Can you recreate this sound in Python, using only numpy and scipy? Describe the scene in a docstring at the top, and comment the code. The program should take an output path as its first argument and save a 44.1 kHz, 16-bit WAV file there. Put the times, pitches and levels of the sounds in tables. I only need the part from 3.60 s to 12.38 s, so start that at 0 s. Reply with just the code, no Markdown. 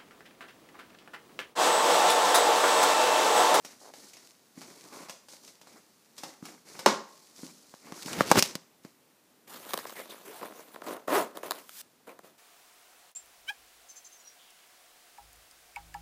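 """First a hand strokes and taps a hard-shell case at arm's length in a small room; a box knocks sharply. Then
fingers bump and drag on the camera, and close by a zipper runs in short rasping tugs. Rubs are grainy filtered
noise, blows are short bursts through filters, and the box is a sum of decaying sines. The zipper is one impulse
per tooth, drumming on the resonant shell while its tape hisses. A noise tail makes the room; the microphone
trims the bass, the peaks and the top treble."""
import sys
import numpy as np
from scipy import signal
from scipy.fft import rfft, irfft, next_fast_len
from scipy.io import wavfile
from scipy.ndimage import uniform_filter1d

SR = 44100
rng = np.random.default_rng(int(sys.argv[2]) if len(sys.argv) > 2 else 0)


def to_wav(sig):
    """Store sig (one row per channel, or 1-D mono) as 16-bit WAV at the path in sys.argv[1].

    Samples outside -1..1 are clipped; the rate is SR.
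    """
    pcm = np.clip(np.atleast_2d(sig), -1, 1) * 32767
    pcm = np.round(pcm).astype(np.int16)
    wavfile.write(sys.argv[1], SR, pcm.T)  # frames by channels


N = 387198  # samples


def amp(db):
    """Decibels to gain."""
    return 10 ** (np.asarray(db) / 20)


def unit(x):
    """Scale to rms 1."""
    return x / np.sqrt(np.mean(x ** 2) + 1e-20)


def along(points, hz):
    """Interpolate (Hz, value) points on a log frequency axis."""
    f, v = np.transpose(points)
    return np.interp(np.log(hz + 1), np.log(f), v)


def filtered(x, response):
    """Pass x through a complex response of frequency."""
    m = next_fast_len(N + SR // 2)
    spectrum = rfft(x, m) * response(np.fft.rfftfreq(m, 1 / SR))
    return irfft(spectrum, m)[:N]


def coloured(x, spectrum, size=4096):
    """Minimum-phase filter of unit energy with the given spectrum, so that no blow sounds early."""
    hz = np.fft.rfftfreq(size, 1 / SR)
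    cepstrum = irfft(np.log(amp(along(spectrum, hz))))
    # fold the cepstrum forward in time
    cepstrum[1:size // 2] *= 2
    cepstrum[size // 2:] = 0
    kernel = irfft(np.exp(rfft(cepstrum)))
    return signal.oaconvolve(x, kernel / np.linalg.norm(kernel))[:N]


def resonance(f, centre, width):
    """Response of one damped mode."""
    return 1j * f * width / (centre ** 2 - f ** 2 + 1j * f * width)


def fibres(grain_hz, grain_db):
    """White noise whose strength wavers as fibres catch and slip."""
    grip_strength = np.interp(np.arange(N) * grain_hz / SR, np.arange(N), rng.standard_normal(N))
    return rng.standard_normal(N) * amp(grain_db * grip_strength)


def friction(spectrum, grain_hz, grain_db):
    """Grainy rubbing noise of rms 1 with the given spectrum."""
    return unit(coloured(fibres(grain_hz, grain_db), spectrum))


def patchy(x, depth_db):
    """The colour of a rub shifts from moment to moment as the point of contact moves."""
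    z = signal.stft(x)[2]
    across_hz = uniform_filter1d(rng.standard_normal(z.shape), size=7, axis=0)
    field = uniform_filter1d(across_hz, size=11, axis=1)
    return unit(signal.istft(z * amp(depth_db * unit(field)))[1][:N])


def crackle(rate):
    """Sparse snaps of single fibres, on average rate a second: mostly tiny, a few large."""
    return (rng.random(N) < rate / SR) * rng.exponential(size=N).clip(0, 3)


def contacts(times, levels_db, t60, scuff):
    """Force of brief contacts: a sharp push, then a scuff that dies by 60 dB in t60 seconds."""
    force, t = np.zeros(N + SR), np.arange(SR // 4) / SR
    for s, db in zip(times, levels_db):
        burst = rng.standard_normal(len(t)) * amp(-60 * t / t60)
        burst *= scuff / np.linalg.norm(burst)
        burst[0] += 1
        force[round(s * SR):][:len(t)] += amp(db) * burst / np.linalg.norm(burst)
    return force[:N]


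def gestures(rows, attack_s, release_s):
    """Attack, hold and release for each (start, length, dB, dB) row; one gain per dB column, adding in power."""
    t, power = np.arange(N) / SR, np.zeros((2, N))
    for start, length, *levels_db in rows:
        rise = np.sin(np.pi / 2 * np.clip((t - start) / attack_s, 0, 1)) ** 2
        fall = np.exp(-np.clip((t - start - length) / release_s, 0, 20))
        power += np.outer(amp(levels_db), rise * fall) ** 2
    return np.sqrt(power)


# Quiet room around the microphone. Each row: frequency in Hz, relative level in dB per Hz.
AIR_SPECTRUM = [(40, -16), (100, -3.5), (230, 7.5), (800, -1), (2500, -7), (15000, -11.5)]


def air():
    """The quiet room: steady noise with the given spectrum."""
    return amp(-64.5) * unit(coloured(rng.standard_normal(N), AIR_SPECTRUM))


# Decay of the small room. Each row: frequency in Hz, time to fall by 60 dB in seconds.
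ROOM_DECAY = [(1000, 0.48), (3000, 0.41), (7000, 0.44), (15000, 0.12)]


def room(x):
    """The small room's tail, decaying noise of unit energy; the highest treble dies first."""
    hz, t, z = signal.stft(rng.standard_normal(SR * 2 // 3), SR, nperseg=256)
    decay = amp(-60 * t / along(ROOM_DECAY, hz)[:, None])
    tail = signal.istft(z * decay, SR, nperseg=256)[1]
    tail *= 1 - np.exp(-np.arange(len(tail)) / SR / 0.0018)  # the tail builds up over about 2 ms
    wet = signal.oaconvolve(x, tail / np.linalg.norm(tail))[:N]
    return filtered(wet, lambda f: f ** 2 / (f ** 2 + 120 ** 2))


# Skin on the shell. Each row: frequency in Hz, relative level in dB per Hz.
RUB_SPECTRUM = [(45, -37.5), (150, -6), (300, 1.5), (700, -6), (1100, -6.5), (1600, -10.5), (2200, -8.5),
                (3200, -20), (7000, -29.5)]
# Cloth swish. Each row: frequency in Hz, relative level in dB per Hz.
SWISH_SPECTRUM = [(1800, -22.5), (4400, 1), (6400, 1), (11000, -7), (15000, -15.5)]
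# Small bright ticks, shared by fibres, nails and skin. Each row: frequency in Hz, relative level in dB per Hz.
TICK_SPECTRUM = [(700, -32.5), (2300, 0), (3200, -1.5), (5500, 2.5), (8000, -4), (15000, -13.5)]
# Strokes over the case. Each row: start in seconds, length in seconds, shell rub in dB, fabric swish in dB.
HAND_STROKES = [(0.02, 0.1, -59, -56), (0.175, 0.1, -62, -57), (0.32, 0.18, -60, -56),
                (0.52, 0.18, -64, -61), (0.94, 0.34, -56.5, -57), (1.29, 0.14, -48.5, -52.5),
                (1.48, 0.025, -69, -52.5), (1.67, 0.076, -63.5, -53.5), (1.80, 0.089, -63.5, -56.5),
                (2.04, 0.14, -60.5, -62), (2.545, 0.15, -58, -55.5), (2.81, 0.096, -52.5, -54),
                (3.04, 0.14, -56.5, -55), (3.12, 0.15, -52.5, -58), (3.45, 0.79, -69, -62),
                (3.74, 0.14, -59, -53), (4.22, 0.11, -51, -58.5), (4.32, 0.098, -53, -50),
                (4.43, 0.1, -45.5, -44), (4.80, 0.1, -51.5, -51), (5.215, 0.0354, -58.5, -61.5)]
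# Light contact between strokes: start in seconds, length in seconds, shell rub in dB, fabric swish in dB.
RESTING_CONTACT = (-1.5, 5.5, -79, -70)


def sliding():
    """Skin and cloth slide on the fabric-covered shell; now and then a fibre snaps."""
    # the hand gathers speed, then coasts to rest
    rub_gain, swish_gain = gestures(HAND_STROKES + [RESTING_CONTACT], attack_s=0.051, release_s=0.049)
    stutter = amp(13.0) * coloured(crackle(rate=58), RUB_SPECTRUM)
    rub = stutter + patchy(friction(RUB_SPECTRUM, grain_hz=198.3, grain_db=3.0), depth_db=2.5)
    snaps = amp(19) * coloured(crackle(rate=35), TICK_SPECTRUM)
    swish = snaps + friction(SWISH_SPECTRUM, grain_hz=259, grain_db=1.5)
    return rub_gain * rub + swish_gain * swish


# Fingertips on the taut cover. Each row: middle in seconds, half length in seconds, pitch in Hz, level in dB.
FINGER_SQUEAKS = [(1.398, 0.11, 1050, -55), (5.936, 0.036, 1160, -56), (6.392, 0.039, 2000, -49),
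                  (6.515, 0.029, 3730, -53.5), (6.694, 0.028, 426, -47), (6.78, 0.059, 786, -51.5),
                  (8.503, 0.022, 2240, -57)]


def squeaks():
    """Each slip of a fingertip is a brief swell of narrow, rough noise."""
    t, out = np.arange(N) / SR, np.zeros(N)
    for s, half, hz, db in FINGER_SQUEAKS:
        band = filtered(fibres(grain_hz=251, grain_db=3.5), lambda f: resonance(f, hz, 0.37 * hz) ** 2)
        out += amp(db) * np.exp(-((t - s) / half) ** 2) * unit(band)
    return out


# A fingertip on the cover: start in seconds, length in seconds, slips per second, resonance in Hz,
# force of a slip in dB before the resonance.
FINGER_JUDDER = (0.215, 0.095, 105, 556, -11)


def judder():
    """A fingertip sticks and slips: a run of soft, uneven pulses."""
    start, length, rate, hz, db = FINGER_JUDDER
    times = np.arange(start, start + length, 1 / rate)
    late, size = rng.standard_normal((len(times), 2)).T
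    slips = contacts(times + 0.213 * late / rate, db + 2 * size, t60=0.041, scuff=0.88)
    return filtered(slips, lambda f: resonance(f, hz, 2 * hz) ** 4)


# Knock of a hard blow. Each row: frequency in Hz, relative level in dB per Hz.
KNOCK_SPECTRUM = [(200, -30), (550, 9), (1100, 5.5), (1700, -0.5), (3000, -15.5), (8000, -58)]
# Thud of a soft blow. Each row: frequency in Hz, relative level in dB per Hz.
THUD_SPECTRUM = [(30, -29.5), (90, -13.5), (185, 5), (350, 0), (700, -23), (3000, -58.5)]
# Nails and pull tab at arm's length. Each row: time in seconds, tick in dB, knock in dB relative to the tick,
# both before the gains added below.
NAIL_TAPS = [(0.0487,-29.5,-20.5), (0.3377,-37.5,-13.5), (0.534,-36.5,-30), (0.569,-40.5,-18),
             (1.016,-34,-16), (1.486,-37.5,-12.5), (1.4963,-28,-16.5), (1.6854,-39,-18),
             (1.735,-42.5,-12.5), (1.8776,-38.5,-22), (2.0141,-40,-15), (2.072,-44,-11), (2.5804,-30.5,-24),
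             (2.6348,-27,-14), (2.8535,-31.5,-18), (3.1918,-26.5,-14.5)]
# The flat of the hand lands softly. Each row: time in seconds, thud in dB before the gain added below.
HAND_PATS = [(0.9756,-44), (2.8264,-38), (3.8326,-36.5)]


def taps():
    """Nails tick on the pull tab and knock the shell; the flat of the hand mostly thuds."""
    s, db, knock_db = np.transpose(NAIL_TAPS)
    pat_s, pat_db = np.transpose(HAND_PATS)
    tick = coloured(contacts(s, db + 13.0, t60=0.074, scuff=6.4), TICK_SPECTRUM)
    hard = contacts(s, db + knock_db + 26.0, t60=0.066, scuff=0.92)
    soft = contacts(pat_s, pat_db + 22.0, t60=0.045, scuff=0.59)
    knock = coloured(hard + amp(-12.5) * soft, KNOCK_SPECTRUM)
    thud = coloured(soft + amp(-9.5) * hard, THUD_SPECTRUM)  # a hard tap thuds less than it knocks
    return tick + knock + thud


# Crack of the box. Each row: frequency in Hz, relative level in dB per Hz.
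CRACK_SPECTRUM = [(60, -38.5), (170, -3), (480, -2.5), (750, -9), (1100, -2.5), (2600, -14), (5500, -11),
                  (15000, -37)]
# Ringing of the box. Each row: frequency in Hz, level in dB, time to fall by 60 dB in seconds.
BOX_MODES = [(214, -25, 0.27), (372, -13.5, 0.054), (432, -21, 0.13), (552, -15, 0.056), (873, -6, 0.022),
             (1000, -13.5, 0.06), (1055, -37.5, 0.54), (1097, -37.5, 0.56), (1375, -18, 0.054)]


def box():
    """The box knocks: a crack, a dense shudder and ringing; two close modes sing on and beat."""
    hit_s = 3.2606
    t = np.maximum(np.arange(N) / SR - hit_s, 0)
    ring = np.zeros(N)
    for k, (hz, db, t60) in enumerate(BOX_MODES):
        ring += (-1) ** k * amp(db - 60 * t / t60) * np.sin(2 * np.pi * hz * t)
    crack = contacts([hit_s + 0.0006], [11], t60=0.019, scuff=5.2)
    shudder = contacts([hit_s + 0.004], [8], t60=0.28, scuff=10.0)
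    return ring + coloured(crack + shudder, CRACK_SPECTRUM)


# Low shudder of skin on the camera. Each row: frequency in Hz, relative level in dB per Hz.
RUMBLE_SPECTRUM = [(50, -18), (180, -2.5), (420, -3.5), (700, -10.5), (3000, -17), (8000, -29)]
# A finger on the camera body. Each row: slip in seconds, swell in seconds, fade in seconds,
# rumble in dB, scratch in dB.
FINGER_DRAGS = [(4.607, 0.061, 0.015, -32.5, -42.5), (4.714, 0.045, 0.015, -35, -33),
                (4.757, 0.0061, 0.0082, -29, -37), (4.78, 0.013, 0.0085, -16, -20),
                (4.826, 0.0065, 0.03, -46.5, -33.5)]


def drags():
    """Each drag of a finger over the camera swells until it slips: first a rumble, then a scratch."""
    scratch_lag_s = 0.014
    t, rumble, scratch = np.arange(N) / SR, np.zeros(N), np.zeros(N)
    for s, swell_s, fade_s, rumble_db, scratch_db in FINGER_DRAGS:
        pressure = lambda u: np.exp(-np.minimum(np.maximum(-u / swell_s, u / fade_s), 20))
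        rumble += amp(rumble_db) * pressure(t - s)
        scratch += amp(scratch_db) * pressure(t - s - scratch_lag_s)
    rumble *= friction(RUMBLE_SPECTRUM, grain_hz=300, grain_db=3)
    scratch *= friction(TICK_SPECTRUM, grain_hz=450, grain_db=4)
    return rumble + scratch


# Fingers on the camera body. Each row: time in seconds, click in dB, then knock and thud in dB relative to
# the click, all before the gains added below.
CAMERA_BUMPS = [(4.1397,-45.5,1,0.5), (4.3225,-34.5,-4.5,2), (4.4242,-28.5,-26,-28.5),
                (4.43,-28,-27.5,-26.5), (4.4607,-27,-24,-5.5), (4.5313,-21.5,-23.5,-18), (4.6077,-19.5,7,5),
                (4.7148,-4,-5.5,-9.5), (4.721,-20,0.5,-1.5), (4.7569,-21,0.5,0.5), (4.775,-19,-7.5,-2.5),
                (4.788,-11,-12,-17), (4.825,-4.5,-23,-25), (4.954,-19.5,-16,-9), (5.2494,-42.5,-5.5,7)]


def grip():
    """Fingers shift on the camera, heard straight through its body as click, knock and thud."""
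    s, db, knock_db, thud_db = np.transpose(CAMERA_BUMPS)
    click = coloured(contacts(s, db + 11.0, t60=0.032, scuff=0.99), TICK_SPECTRUM)
    knock = coloured(contacts(s, db + knock_db + 22.5, t60=0.027, scuff=0.57), KNOCK_SPECTRUM)
    thud = coloured(contacts(s, db + thud_db + 18.0, t60=0.025, scuff=0.22), THUD_SPECTRUM)
    return click + knock + thud


# Zipper tape hiss: moment it stops in seconds, swell in seconds, level at its peak in dB.
TAPE_SLIP = (8.216, 0.075, -41.5)


def tape_slip():
    """The zipper tape gives a bright hiss that swells and stops dead."""
    stop_s, swell_s, db = TAPE_SLIP
    left_s = stop_s - np.arange(N) / SR
    hiss = unit(filtered(rng.standard_normal(N), lambda f: 1j * f / (1j * f + 2000)))
    return amp(db) * np.exp(-np.abs(left_s) / swell_s) * (left_s > 0) * hiss


# The case under the zipper. Each row: resonance in Hz, width in Hz, level in dB.
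SHELL_MODES = [(194.5, 46, -7), (463, 555, -1), (667, 240, 2.5), (1022, 170, -4.5), (1370, 210, -4),
               (1750, 530, -12.5)]


def shell(force):
    """The hollow case answers with a few broad resonances; bending waves spread each blow over a few ms."""
    def response(f):
        modes = sum((-1) ** k * amp(db) * resonance(f, hz, width)
                    for k, (hz, width, db) in enumerate(SHELL_MODES))
        spread = (1 - 2 * resonance(f, 900, 700)) ** 2  # delays without changing the level
        low_cut = (1j * f / (1j * f + 100)) ** 3
        return modes * spread * low_cut / (1 + 1j * f / 3500)
    return filtered(force, response)


def teeth(speed, jitter, scatter_db):
    """One impulse for each tooth that parts, mean power 1; the slower the pull, the more uneven."""
    travel = np.cumsum(speed) / SR
    at = np.searchsorted(travel, np.arange(int(travel[-1])))
    late, size = rng.standard_normal((len(at), 2)).T * speed.max() / speed[at]
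    period = SR / speed[at]
    sizes = unit(amp(scatter_db * size.clip(-4, 4))) * np.sqrt(period)
    samples = (at + jitter * period * late).astype(int).clip(0, N - 1)
    return np.bincount(samples, sizes, N)


# Bright rasp of a tooth. Each row: frequency in Hz, relative level in dB per Hz.
TOOTH_SPECTRUM = [(150, -30.5), (1000, 9), (2200, -4.5), (4000, 2), (5500, -7.5), (15000, -4)]
# Hiss of the zipper tape. Each row: frequency in Hz, relative level in dB per Hz.
TAPE_SPECTRUM = [(45, -31), (190, 6), (1200, 3.5), (4000, -1.5), (5500, -3.5), (12000, -2.5)]
# Speed of the slider. Each row: time in seconds, teeth per second.
SLIDER_SPEED = [(6.9, 95), (7.299, 165), (7.48, 150), (7.52, 280), (7.559, 430), (7.6, 300), (7.68, 190)]
# Tugs close to the microphone. Each row: start in seconds, length in seconds, teeth in dB, tape hiss in dB,
# both at creeping speed.
ZIPPER_TUGS = [(5.87, 0.0657, -77, -49.5), (5.9, 1.24, -63.5, -57.5), (5.93, 0.15, -56, -51),
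               (6.085, .12, -53, -45), (6.26, 0.063, -60, -48.5), (6.35, .065, -48, -47),
               (6.49, 0.032, -49.5, -47), (6.645, 0.15, -58.5, -50), (6.812, 0.057, -39, -51),
               (6.95, 0.048, -50.5, -54.5), (7.13, 0.11, -56, -63), (7.23, 0.019, -46.5, -51),
               (7.26, 0.063, -37.5, -46), (7.472, 0.13, -32.5, -41), (7.745, 0.035, -51, -54),
               (7.826, 0.045, -44.5, -47.5), (7.92, 0.065, -55.5, -52), (8.465, 0.032, -51.5, -59),
               (8.63, 0.034, -59.5, -59)]
# The slider catches and snaps free. Each row: time in seconds, click in dB, knock in dB relative to the click,
# both before the gains added below.
SLIDER_CATCHES = [(6.1078,-33.5,-24), (6.135,-22,-4), (6.1402,-19.5,-4.5), (6.176,-23,-10), (6.189,-32,0),
                  (6.253,-38.5,5.5), (6.296,-35,-5.5), (6.3241,-40.5,2), (6.813,-47,10), (6.8301,-50,14.5),
                  (6.8581,-40,0), (6.923,-50,10.5), (7.1448,-43.5,0.5), (7.16,-49.5,14), (7.2194,-44.5,10),
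                  (7.265,-41.5,5), (7.367,-42.5,4), (7.479,-38,6), (7.772,-31,-2.5), (7.832,-39,6.5),
                  (7.9094,-18,-12.5), (7.9189,-24,-14), (8.0935,-34.5,-27), (8.591,-45,4)]


def zipper():
    """Teeth click through the slider and drum on the shell while the tape hisses past."""
    speed = np.interp(np.arange(N) / SR, *np.transpose(SLIDER_SPEED))
    haste = speed / speed.max()
    # below the second row's speed the level grows no quieter
    creep = SLIDER_SPEED[1][1]
    effort = (np.maximum(speed, creep) / creep) ** 0.91
    # the slider breaks loose, then drags to a stop
    teeth_gain, tape_gain = effort * gestures(ZIPPER_TUGS, attack_s=0.0098, release_s=0.042)

    clicks = teeth(speed, jitter=0.05, scatter_db=1.6)
    # each tooth scrapes on through the slider for a moment after its click
    scrape_decay = np.exp(-1 / (0.0073 * SR))
    scrape = unit(signal.lfilter([1], [1, -scrape_decay], clicks) * rng.standard_normal(N))
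    # a slow pull ratchets dully; a fast one buzzes and is brighter
    slow_push = np.sqrt(1.05 - haste) * (0.7 * clicks + 0.8 * scrape)
    soft = filtered(slow_push, lambda f: 1 / (1 + 1j * f / 820))
    body = unit(shell(haste * clicks + soft))
    rasp = unit(coloured(scrape, TOOTH_SPECTRUM)) * haste
    run = teeth_gain * (body + amp(-19) * rasp)

    s, db, knock_db = np.transpose(SLIDER_CATCHES)
    snaps = coloured(contacts(s, db + 15.5, t60=0.011, scuff=1.0), TOOTH_SPECTRUM)
    knocks = shell(contacts(s, db + knock_db + 37, t60=0.015, scuff=0.4))

    # the strained tape hisses and crackles
    creaks = amp(15) * coloured(crackle(rate=90), TOOTH_SPECTRUM)
    hiss = patchy(friction(TAPE_SPECTRUM, grain_hz=160, grain_db=2), depth_db=2.5)
    return run + snaps + knocks + tape_gain * (creaks + hiss)


def scene():
    """Taps at arm's length and the box fill the room; sounds near the camera stay almost dry, rubs fully dry."""
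    far, knock = taps(), box()
    near = zipper() + tape_slip() + grip() + drags()
    rubs = sliding() + squeaks() + judder()
    wet = room(amp(-6.0) * far + amp(-13.5) * knock + amp(-20.0) * near)
    return (far + knock + near + rubs + wet + air())[None]


def record(dry):
    """The small microphone thins the bass, the loudest peaks are rounded, and nothing passes the band limit."""
    low_cut_hz, top_hz = 42, 15500
    thin = filtered(dry[0], lambda hz: hz ** 2 / (hz ** 2 + low_cut_hz ** 2))
    rounded = thin / (1 + (thin / 0.75) ** 4) ** (1 / 4)
    return filtered(rounded, lambda hz: hz < top_hz)[None]


dry = scene()
out = record(dry)
to_wav(out)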